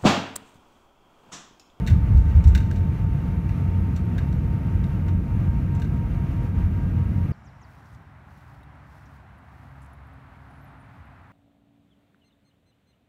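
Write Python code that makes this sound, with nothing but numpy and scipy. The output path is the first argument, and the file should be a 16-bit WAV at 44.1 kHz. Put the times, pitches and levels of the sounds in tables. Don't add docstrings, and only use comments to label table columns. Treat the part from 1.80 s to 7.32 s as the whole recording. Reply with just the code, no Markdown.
import sys
import numpy as np
from scipy import signal
from scipy.fft import rfft, irfft
from scipy.io import wavfile
from scipy.ndimage import uniform_filter1d

SR = 44100
rng = np.random.default_rng(int(sys.argv[2]) if len(sys.argv) > 2 else 0)


def dump(signal):
    limited = np.clip(np.atleast_2d(signal).T, -1, 1)
    pcm = np.round(limited * 32767).astype(np.int16)
    wavfile.write(sys.argv[1], SR, pcm)


N = 243431
T = np.arange(N) / SR


# frequency in Hz, relative spectral level in dB.
RUMBLE_SPECTRUM = [(18, -28.5), (30, -25.5), (41, -1), (62, 2), (78, 0), (100, 0), (120, -2), (180, -3.5),
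                   (205, -8.5), (250, -14.5), (320, -18), (400, -29.5), (700, -39), (2000, -96)]
# resonance in Hz, width in Hz, rms level in dB.
FUSELAGE_MODES = [(89.87, 5.8, -27.5), (136.8, 7.4, -35.5), (179.1, 10, -40.5)]

def rolling(rumble_db=-23, sway_db=-0.44):
    rumble = undb(rumble_db + sway_db * walk(4.2)) * coloured(RUMBLE_SPECTRUM)
    return rumble + ringing_noise(FUSELAGE_MODES)


# start in seconds, peak level in dB, pitch as a ratio.
JOINT_BUMPS = [(0.095, -6.5, 1.25), (0.208, -14.5, 1), (0.286, -8, 1.43), (0.334, -4.5, 0.99),
               (0.448, -10.5, 1.1), (0.543, -5.5, 1.095), (.645, -3.5, 1.08), (0.727, -13, 1.065)]
# frequency in Hz, relative level in dB, time to peak in seconds.
AIRFRAME_MODES = [(50.04, -6.5, 0.036), (64.4, 3.5, 0.022), (87.5, -4.5, 0.023), (126, -14.5, 0.014)]

def bumps():
    out, t = np.zeros(N), T[:SR // 2]
    for start, db, pitch in JOINT_BUMPS:
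        thud = np.zeros(len(t))
        for hz, mode_db, peak_s in AIRFRAME_MODES:
            swell = (t / peak_s) ** 2 * np.exp(-2 * t / peak_s)
            thud += undb(mode_db) * swell * np.sin(2 * np.pi * hz * pitch * t)
        add(out, start, undb(db) * thud / np.abs(thud).max())
    return out


# start in seconds, relative level in dB, brightness in dB per octave,
# chatter decay in seconds, number of rebounds.
TRIM_TICKS = [(0.064, -41, 0, 0.0088, 0), (0.0725, -33, -2, 0.016, 3), (0.368, -53, 4, 0.028, 0),
              (0.640, -43.5, 3.5, 0.0099, 0), (0.673, -46.5, 5.5, 0.022, 0),
              (0.7494, -28.5, -2.5, 0.0085, 3), (0.9125, -37, -1, 0.0024, 0), (0.957, -48.5, -2, 0.02, 0),
              (1.692, -43, -4.5, 0.004, 1), (2.161, -45, 3.5, 0.012, 0), (2.38, -37.5, -5, 0.0084, 0),
              (2.527, -46.5, -1, 0.004, 0), (3.04, -46, -3, 0.005, 1), (3.281, -45, -3.5, 0.011, 0),
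              (3.948, -51, 3, 0.014, 0), (3.997, -49, 5, 0.006, 0), (4.018, -41, -3, 0.01, 1)]

def trim_ticks(rebound_s=0.0265, rebound_loss_db=8.5, grit=0.32, cabin_db=-17, cabin_decay_s=0.055):
    out, t = np.zeros(N), T[:8192]
    low_hz, pivot_hz, high_hz = 1300, 3500, 7500
    hz = np.maximum(np.fft.rfftfreq(len(t), 1 / SR), low_hz)
    octaves = np.log2(high_hz / pivot_hz) - np.abs(np.log2(hz / high_hz))
    for start, db, bright_db, decay_s, rebounds in TRIM_TICKS:
        for k in range(round(rebounds) + 1):
            contacts, force, diffuse = rng.standard_normal((3, len(t)))
            chatter = unit(contacts * np.exp(grit * force)) * np.exp(-t / decay_s)
            tail = undb(cabin_db) * diffuse * np.exp(-t / cabin_decay_s)
            colour = undb(db - k * rebound_loss_db + bright_db * octaves)
            add(out, start + k * rebound_s, irfft(rfft(chatter + tail) * colour))
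    return out


def trim_rustle(steady_db=-73, stirred_db=-60, stir_s=0.044, settle_s=0.5, flicker_db=2):
    power = undb(steady_db) ** 2
    for start, db, _ in JOINT_BUMPS:
        age = np.maximum(T - start, 0)
        shaking = undb(stirred_db + db) * (1 - np.exp(-age / stir_s)) * np.exp(-age / settle_s)
        power += shaking ** 2
    return np.sqrt(power) * undb(flicker_db * walk(110)) * rng.standard_normal(N)


# resonance in Hz, width in Hz, gain in dB.
PANEL_MODES = [(1588, 266, 6.5), (1920, 280, -0.5), (2070, 460, 2), (2385, 230, -3), (2757, 510, 1),
               (3680, 360, 0.5), (4210, 680, -5), (4600, 810, -10.5), (5790, 1470, -7), (7420, 940, -8.5),
               (8030, 980, -16.5), (8900, 1100, -14), (11700, 800, -32.5), (12700, 900, -15),
               (15000, 3700, -31)]

def trim_panel(contacts, bare_db=-25):
    ring = sum((-1) ** k * undb(db) * resonate(contacts, hz, width)
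               for k, (hz, width, db) in enumerate(PANEL_MODES))
    return ring + undb(bare_db) * contacts


def engines(spool_up_s=0.75, beat_hz=4.7, waver_hz=0.44, flutter_db=0.65):
    spooling_s = np.maximum(T - spool_up_s, 0)
    fan_hz, fan_db = 902.2 + 7.4 * spooling_s, -50.5 - 1.17 * spooling_s
    compressor_hz, compressor_db = 1555 + 11.2 * spooling_s, -64 + 0.7 * spooling_s
    second_db = np.minimum(-19 + 5.5 * spooling_s, 0)
    first_fan = tone(fan_hz + waver_hz * walk(14))
    second_fan = undb(second_db) * tone(fan_hz + beat_hz + waver_hz * walk(13))
    octave_below = undb(-5 + 2 * walk(14)) * tone(fan_hz / 2 + 3 * walk(25))
    compressor = undb(compressor_db + 2 * walk(9)) * tone(compressor_hz + 1.53 * walk(25))
    return undb(fan_db + flutter_db * walk(16)) * (first_fan + second_fan + octave_below) + compressor


# frequency in Hz, relative spectral level in dB.
VENT_SPECTRUM = [(250, 1.5), (550, 1), (800, -3.5), (1400, -5), (1700, -9.5), (2100, -8.5), (2800, -14),
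                 (3300, -21.5), (4500, -27), (5000, -29), (6000, -28), (8000, -34.5), (10000, -32.5),
                 (15500, -35.5)]
# centre in Hz, width in Hz, rms level in dB.
NOZZLE_BANDS = [(1283, 89, -62.5), (1916, 43, -69), (11760, 490, -75.5)]

def vents(rush_db=-45, flicker_db=1.0, whistle_hz=9007, whistle_db=-84):
    rush = undb(rush_db + flicker_db * walk(16)) * ducted(coloured(VENT_SPECTRUM))
    hiss = ringing_noise(NOZZLE_BANDS)
    whistle = undb(whistle_db) * tone(whistle_hz + 3 * walk(23))
    return rush + hiss + whistle


def ducted(air, count=24):
    out = air.copy()
    for lag_s, gain in zip(rng.uniform(.002, .025, count), rng.choice([-.07, .07], count)):
        out += gain * np.roll(air, int(lag_s * SR))
    return unit(out)


def undb(db):
    return 10 ** (np.asarray(db) / 20)


def unit(x):
    return x / np.sqrt(np.mean(x ** 2))


def walk(rate):
    hold = max(int(SR / rate), 2)
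    steps = np.repeat(rng.standard_normal(N // hold + 1), hold)
    return 1.42 * uniform_filter1d(uniform_filter1d(steps, hold), hold)[:N]


def coloured(points):
    hz, db = np.transpose(points)
    bin_hz = np.maximum(np.fft.rfftfreq(N, 1 / SR), 1)
    gain = undb(np.interp(np.log(bin_hz), np.log(hz), db))
    return unit(irfft(rfft(rng.standard_normal(N)) * gain, N))


def resonate(x, hz, width):
    b, a = signal.iirpeak(hz, hz / width, fs=SR)
    return signal.lfilter(b, a, signal.lfilter(b, a, x))


def ringing_noise(modes):
    return sum(undb(db) * unit(resonate(rng.standard_normal(N), hz, width)) for hz, width, db in modes)


def tone(hz):
    return np.sqrt(2) * np.sin(2 * np.pi * np.cumsum(hz) / SR)


def add(out, start, x):
    i = max(int(start * SR), 0)
    out[i:i + len(x)] += x[:N - i]


def scene(trim_db=8):
    cabin = rolling() + bumps() + engines() + vents()
    trim = trim_panel(trim_rustle() + trim_ticks())
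    return (cabin + undb(trim_db) * trim)[None]


def record(dry, bass_hz=32, top_hz=15600):
    lean = signal.sosfilt(signal.butter(3, bass_hz, "high", fs=SR, output="sos"), dry)
    return signal.sosfilt(signal.ellip(10, .2, 70, top_hz, fs=SR, output="sos"), lean)


dry = scene()
out = record(dry)
dump(out)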